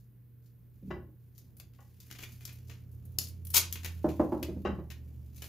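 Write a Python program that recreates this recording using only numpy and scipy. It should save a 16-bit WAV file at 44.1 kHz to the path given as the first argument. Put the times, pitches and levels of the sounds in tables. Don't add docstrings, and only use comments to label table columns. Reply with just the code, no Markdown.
import sys
import numpy as np
from scipy import signal
from scipy.fft import rfft, irfft, next_fast_len
from scipy.io import wavfile
from scipy.ndimage import uniform_filter1d, map_coordinates

SR = 44100
rng = np.random.default_rng(int(sys.argv[2]) if len(sys.argv) > 2 else 0)


def store_pcm(level_fs):
    pcm = np.round(np.clip(level_fs, -1, 1) * 32767).astype(np.int16)
    wavfile.write(sys.argv[1], SR, np.atleast_2d(pcm).T)


def voltage_ratio(decibels):
    exponent = np.asarray(decibels, float) / 20
    return 10 ** exponent


N = 241844
T = np.arange(N) / SR


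def unit(x):
    return x / np.sqrt(np.mean(x ** 2) + 1e-20)


def along(points, hz):
    f, v = np.transpose(points)
    return np.interp(np.log(hz + 1), np.log(f + 1), v, left=v[0], right=v[-1])


def curves(rows):
    s, *columns = np.transpose(rows)
    return [np.interp(T, s, column) for column in columns]


def wobble(rate):
    knots = rng.standard_normal(int(N * rate / SR) + 4)
    return map_coordinates(knots, [T * rate])


def filtered(x, response):
    m = next_fast_len(N + SR // 2)
    return irfft(rfft(x, m) * response(np.fft.rfftfreq(m, 1 / SR)), m)[..., :N]


def coloured(x, spectrum):
    level = voltage_ratio(along(spectrum, np.fft.rfftfreq(4096, 1 / SR)))
    cepstrum = irfft(np.log(level + 1e-5))
    cepstrum[1:2048] *= 2
    cepstrum[2049:] = 0
    pulse = irfft(np.exp(rfft(cepstrum)))
    return signal.fftconvolve(x, (pulse / np.linalg.norm(pulse))[None], axes=1)[:, :N]


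def resonances(modes):
    def response(f):
        return sum((-1) ** k * voltage_ratio(db) * 1j * f * width / (hz * hz - f * f + 1j * f * width)
                   for k, (hz, width, db) in enumerate(modes))
    return response


def alike(pair, likeness):
    def shares(hz):
        turn = np.arccos(np.clip(along(likeness, hz), 0, 1)) / 2
        return np.array([np.cos(turn), np.sin(turn)])
    mid, side = filtered(pair, shares)
    return np.array([mid + side, mid - side])


def sides(db):
    return voltage_ratio(np.array([[db / 2], [-db / 2]]))


def add(track, s, t60, gain):
    part = track[..., round(s * SR):round(s * SR) + SR // 3]
    part += gain * voltage_ratio(-60 * T[:part.shape[-1]] / max(t60, .001))


def crackle(spread_db, clump_db, clump_rate):
    size = voltage_ratio(spread_db * rng.exponential(size=N) + clump_db * wobble(clump_rate))
    return unit(size * np.sign(rng.standard_normal((2, N))))


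# f/Hz, level/dB per Hz
HISS_COLOUR = [(470, -40.5), (800, -10.5), (919, -9.5), (1060, 0.5), (1140, -6.5), (1520, -0.5), (2200, -4),
               (4750, -12.5), (7680, -16), (14800, 5.5), (16400, -20.5)]


def hiss():
    noise = coloured(rng.standard_normal((2, N)), HISS_COLOUR)
    return voltage_ratio(-76.5) * alike(noise, [(1000, 0.23), (10000, 0.48)])


# t/s, level/dB rms
HUM_LOAD = [
    (0.0, -53),
    (0.03, -56.5),
    (1.94, -56.5),
    (2.41, -49.5),
    (3.24, -52),
    (3.8, -61),
    (4.3, -49.5),
    (5.48, -54.5),
]
# f/Hz, level/dB rms
HUM_OVERTONES = [
    (463.0, -88),
]


def mains_hum():
    load_db, = curves(HUM_LOAD)
    lines = np.sin(2 * np.pi * 120.2 * T) + voltage_ratio(-15.0) * np.sin(2 * np.pi * 55.0 * T)
    hum = voltage_ratio(load_db + 3 + 1.4 * wobble(6.1)) * lines
    for hz, db in HUM_OVERTONES:
        hum = hum + np.sqrt(2) * voltage_ratio(db + 2.1 * wobble(3.2)) * np.sin(2 * np.pi * hz * T)
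    return sides(-1.2) * hum


# t/s, firing f/Hz, level/dB
ENGINE_PASS = [
    (0, 88.2, -81),
    (1.2, 86.9, -66),
    (2.2, 87.2, -61.5),
    (2.9, 86.4, -50.5),
    (3.6, 85.36, -44),
    (4.0, 83.8, -41),
    (4.4, 80.47, -45),
    (4.8, 77.8, -45.5),
    (5.48, 74.9, -50.5),
]
# f/Hz, level/dB per Hz
RUMBLE_COLOUR = [(20, -24.5), (45, -5), (70, 5.5), (110, 0.5), (190, -3), (260, -8.5), (420, -17),
                 (700, -30), (1500, -39.5), (3000, -69.5)]


def passing_engine():
    firing_hz, level_db = curves(ENGINE_PASS)
    unsteady_db = 1.2 * wobble(6)
    phase = 2 * np.pi * np.cumsum(firing_hz + 0.41 * wobble(6)) / SR
    orders = voltage_ratio(level_db) * np.sin(phase) + voltage_ratio(level_db - 16.5) * np.sin(2 * phase)
    engine = np.sqrt(2) * voltage_ratio(unsteady_db) * orders
    noise = coloured(rng.standard_normal((2, N)), RUMBLE_COLOUR)
    rumble = unit(alike(noise, [(50, 0.46), (200, 0.82), (1000, .8)]))
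    rumble_db = -43.5 + 0.26 * level_db + 1.3 * wobble(3.2)
    return sides(-2.5) * (engine + voltage_ratio(rumble_db) * rumble)


# f/Hz, t60/s
ROOM_T60 = [(100, 0.71), (500, 0.3), (2000, 0.29), (6000, 0.23), (10000, 0.19), (15000, 0.12)]
# f/Hz, likeness 0-1
ROOM_LIKENESS = [(100, 0.93), (500, 0.92), (1500, 0.63), (5000, 0.61)]


def room(x):
    wet, step = np.zeros((2, N + SR)), SR // 4
    for start in range(0, N, step):
        hz, t, z = signal.stft(rng.standard_normal((2, SR // 2)), SR, nperseg=256)
        decay = voltage_ratio(-60 * t / along(ROOM_T60, hz)[:, None])
        tail = signal.istft(z * decay, SR, nperseg=256)[1]
        part = signal.fftconvolve(x[None, start:start + step], tail / np.linalg.norm(tail[0]), axes=1)
        wet[:, start + 150:][:, :part.shape[1]] += part
    return alike(wet[:, :N], ROOM_LIKENESS)


# t/s, peak level/dB, chatter t60/s
TOOL_KNOCKS = [
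    (0.906, -34, 0.1),
    (0.956, -50, 0.048),
    (1.788, -58, 0.12),
    (4.651, -28, 0.11),
    (4.7, -46.5, 0.078),
    (4.791, -52, 0.087),
]
# f/Hz, width/Hz, level/dB
HANDLE_MODES = [(507, 90, -1.5), (802, 66, 3.5), (1087, 83, 4), (1480, 145, -6), (1660, 145, -7.5),
                (1955, 40, 1), (2288, 47, -10.5), (2770, 150, -12), (3075, 115, -14), (3886, 70, -15.5),
                (4600, 800, -31), (4940, 70, -20.5), (5180, 120, -28), (6440, 2100, -37.5)]


def tool():
    chatter = np.zeros(N)
    for s, db, t60 in TOOL_KNOCKS:
        add(chatter, s - .004, t60, voltage_ratio(db + 12.0))
    grains = crackle(spread_db=3.5, clump_db=3.5, clump_rate=150)[0]
    building = uniform_filter1d(chatter, size=250, origin=124)
    return filtered(building * grains, resonances(HANDLE_MODES))


# t/s, peak level/dB, board note f/Hz, hardness 0-1
LANDINGS = [(.826, -49, 306, .05), (.847, -51, 302, 0.1), (.873, -45.5, 248, 0.14), (.906, -32, 360, 0.61),
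            (.967, -38.5, 364, 0.55), (1.027, -53, 260, 0.6), (1.09, -52.5, 307, .5),
            (2.226, -49.5, 340, 0.83), (2.691, -56, 307, .7), (3.183, -46.5, 336, 1),
            (4.044, -17, 337.6, 0.8), (4.198, -16.5, 321, 0.93), (4.323, -21.5, 348, 0.89),
            (4.426, -30, 312, 0.72), (4.486, -29.5, 361, 0.45), (4.564, -34.5, 290, 0.39),
            (4.651, -23.5, 362.4, 0.67), (4.69, -30.5, 336, 0.27), (4.788, -38.5, 350, 0.98)]
# f/Hz, width/Hz, level/dB
FRAME_MODES = [(58, 7.7, -2.5), (77.1, 9.9, -0.5), (157, 8.4, -3.5), (194.3, 16, -6), (260, 13, -10.5)]
# f/Hz, level/dB per Hz
WOOD_COLOUR = [(100, -22), (250, -1), (400, 0.5), (580, 2), (750, -4.5), (950, -5.5), (1200, -16),
               (1650, -21.5), (2200, -35), (4000, -45), (9000, -50.5)]


def bench():
    pressed, shaken, pushes = np.zeros((3, 1, N))
    t, contact_s = T[:SR // 20], .012
    held = np.clip(5 * t / contact_s, 0, 1) * np.clip(4 * (1.3 - t / contact_s), 0, 1)
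    for s, db, hz, hard in LANDINGS:
        wood_db = np.interp(hard, [0, 1], [-36, -7])
        boom_db = np.interp(hard, [0, 1], [11.5, -15])
        note = np.sin(2 * np.pi * hz * t - 1.5) + voltage_ratio(-7.5) * np.sin(2 * np.pi * 1.76 * hz * t)
        pressed[0, round((s - .002) * SR):][:len(t)] += voltage_ratio(db - 1) * held * note
        add(shaken, s - .002, .16, voltage_ratio(db + wood_db))
        pushes[0, round(s * SR)] = voltage_ratio(db + boom_db + 56.5)

    def soft(hz, edge_hz):
        return 1 / (1 + 1j * hz / edge_hz) ** 3

    def frame(hz):
        return resonances(FRAME_MODES)(hz) * soft(hz, 390) * (1j * hz / (60 + 1j * hz)) ** 3

    board = filtered(pressed, lambda hz: soft(hz, 630))
    return filtered(pushes, frame) + board + coloured(shaken * rng.standard_normal(N), WOOD_COLOUR)


# f/Hz, likeness 0-1
STRIP_LIKENESS = [(500, 0.97), (1500, 1), (3000, 0.84), (12000, 0.45)]


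def across_strip(pair):
    return alike(pair, STRIP_LIKENESS)


# t/s, peak level/dB, burst t60/s
NAIL_PICKS = [(1.568, -51, .12), (1.5833, -48.5, 0.11), (2.0654, -55, .043), (2.3344, -97, .053),
              (2.5292, -46.5, 0.062), (2.9148, -54.5, 0.2), (3.053, -48, 0.08), (3.1198, -59, .055),
              (3.285, -37.5, .054), (3.4505, -37, .035), (3.47, -39.5, .097), (3.5037, -30.5, 0.072),
              (3.533, -34, 0.043), (3.711, -48, .03), (4.3221, -63.5, .083)]
# t/s, peak level/dB, burst t60/s
CORNER_SNAPS = [(0, -64, 0.2), (.4244, -67.5, 0.21), (0.459, -65.5, 0.11), (1.35, -62, 0.46),
                (1.38, -43, 0.055), (1.805, -61.5, 0.33), (2.0018, -46, .071), (2.3196, -56, 0.087),
                (2.4524, -33.5, 0.048), (2.673, -54, 0.13), (3.1852, -25, 0.034), (3.1866, -12.5, 0.018),
                (3.215, -31.5, 0.11), (3.238, -42, 0.051), (3.271, -40, 0.071), (3.7256, -20.5, .041),
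                (5.3457, -55, 0.11), (5.3605, -46, 0.12)]
# t/s, peak level/dB, burst t60/s
WIDE_PEELS = [(1.5993, -43, 0.034), (1.736, -62, 0.18), (2.1121, -38, 0.028), (2.1247, -48, 0.089),
              (2.2048, -45.5, 0.081), (2.2267, -40.5, 0.068), (2.4084, -52, 0.11), (2.4769, -49, 0.22),
              (3.8331, -43, 0.092), (3.8462, -30, 0.084), (4.4281, -32.5, 0.066), (4.9027, -44.5, 0.11),
              (5.42, -41.5, .067), (5.442, -39.5, .06)]
# t/s, peak level/dB, burst t60/s
LOOSE_FOLDS = [(2.1024, -54.5, .07), (2.1508, -46.5, 0.061), (2.186, -51.5, 0.16), (2.234, -45.5, 0.05),
               (2.6948, -48.5, 0.18), (3.756, -39.5, 0.073), (4.0879, -50, .13), (4.91, -53.5, 0.12)]
# t/s, crinkle level/dB
FINGER_WORK = [(0, -100), (.68, -89), (.9, -75), (1.0, -101), (1.25, -82), (1.71, -88.5), (2.07, -66.5),
               (2.33, -63), (2.71, -75.5), (2.91, -80.5), (3.3, -72), (3.44, -78), (3.65, -61.5),
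               (3.836, -63.5), (4.6, -73.5), (4.7, -82), (5.3, -73.5), (5.48, -55)]
# f/Hz, level/dB per Hz
STRIP_BRIGHT = [(6000, -43.5), (8300, -13), (10000, -4.5), (11000, -1), (14800, 0.5), (16000, -16)]
STRIP_MIDDLE = [(2000, -40.5), (3300, -13), (4500, -4.5), (6700, -1.5), (7600, -7), (8500, -23.5),
                (11000, -38.5)]
STRIP_DULL = [(300, -2.5), (800, -10), (1500, -6), (2500, 1), (3400, -6), (4500, -15), (7000, -58.5)]


def handled_strip():
    bursts, cracks = np.zeros((2, 3, 2, N))
    kinds = [(NAIL_PICKS, (-15, -24.5, -9, 4.5)),
             (CORNER_SNAPS, (-2, -17.5, -9, 6.5)),
             (WIDE_PEELS, (-1, 1, -8, 6.5)),
             (LOOSE_FOLDS, (2, 7.5, -24, 6.5))]
    for releases, (middle_db, dull_db, crack_db, pan_db) in kinds:
        for s, db, t60 in releases:
            gain = voltage_ratio(db + np.array([0, middle_db, dull_db]))[:, None, None] * sides(pan_db)
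            add(bursts, s, t60, voltage_ratio(-12.0) * gain)
            add(cracks, s + .0005, .005, voltage_ratio(crack_db) * gain)
    crinkle_parts = voltage_ratio(np.array([0, -5.5, -7]))[:, None, None]
    bursts += voltage_ratio(curves(FINGER_WORK)[0] - 2.5) * crinkle_parts
    clicks = across_strip(crackle(spread_db=2.5, clump_db=3.5, clump_rate=160))
    crack_noise = across_strip(np.sign(rng.standard_normal((2, N))))
    drive = bursts * clicks + cracks * crack_noise
    return sum(map(coloured, drive, (STRIP_BRIGHT, STRIP_MIDDLE, STRIP_DULL)))


# t/s, peak level/dB
PARTING_THREADS = [(1.38, -35.5), (1.6, -29), (2.0026, -35), (2.1125, -30), (2.3205, -47), (2.4528, -40),
                   (3.1876, -14), (3.4507, -34.5), (3.469, -30.5), (3.503, -27), (3.551, -9.5),
                   (3.571, -9.5), (3.583, -10), (3.7268, -16.5), (3.8472, -41), (4.429, -22.5)]
# f/Hz, level/dB per Hz
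TEAR_COLOUR = [(200, -34.5), (350, -10.5), (700, -15), (1100, -7.5), (1600, -13), (2300, -5.5),
               (4700, -2.5), (6500, 0.5), (8900, -7), (12100, 1.5), (15200, -2), (16000, -21)]


def torn_strip():
    start_s, bite_s, run_s, t60_s = 3.533, 0.0099, 0.029, .07
    run = T - start_s - bite_s
    swell_db = 6 * np.clip(run / run_s, 0, 1)
    fade_db = 60 * np.clip(run - run_s, 0, None) / t60_s
    tear = np.clip(1 + run / bite_s, 0, 1) ** 3 * voltage_ratio(-24.5 + swell_db - fade_db)
    tear = tear * across_strip(crackle(spread_db=3, clump_db=3, clump_rate=300))
    ring = np.cos(2 * np.pi * 12000 * T[:SR // 3])
    for s, db in PARTING_THREADS:
        add(tear, s, .0012, voltage_ratio(db - 7.5) * np.sign(rng.standard_normal()) * ring)
    return coloured(sides(6.1) * tear, TEAR_COLOUR)


def scene():
    background = mains_hum() + passing_engine()
    handle, wood = sides(6.1) * tool(), sides(-1.6) * bench()
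    tape = handled_strip() + torn_strip()
    to_room = voltage_ratio(-4) * tape.mean(0) + voltage_ratio(-5.0) * wood.mean(0) + voltage_ratio(-2.5) * handle.mean(0)
    return background + room(to_room) + handle + wood + tape


def top_cut(x):
    return signal.sosfilt(signal.butter(12, 16650, fs=SR, output="sos"), x)


def record(dry):
    def band_limit(hz):
        return voltage_ratio(-28 * np.clip((hz - 15700) / 150, 0, 1)) * (hz < 16600)
    limited = filtered(dry + hiss(), band_limit)
    return top_cut(limited)


dry = scene()
out = record(dry)
store_pcm(out)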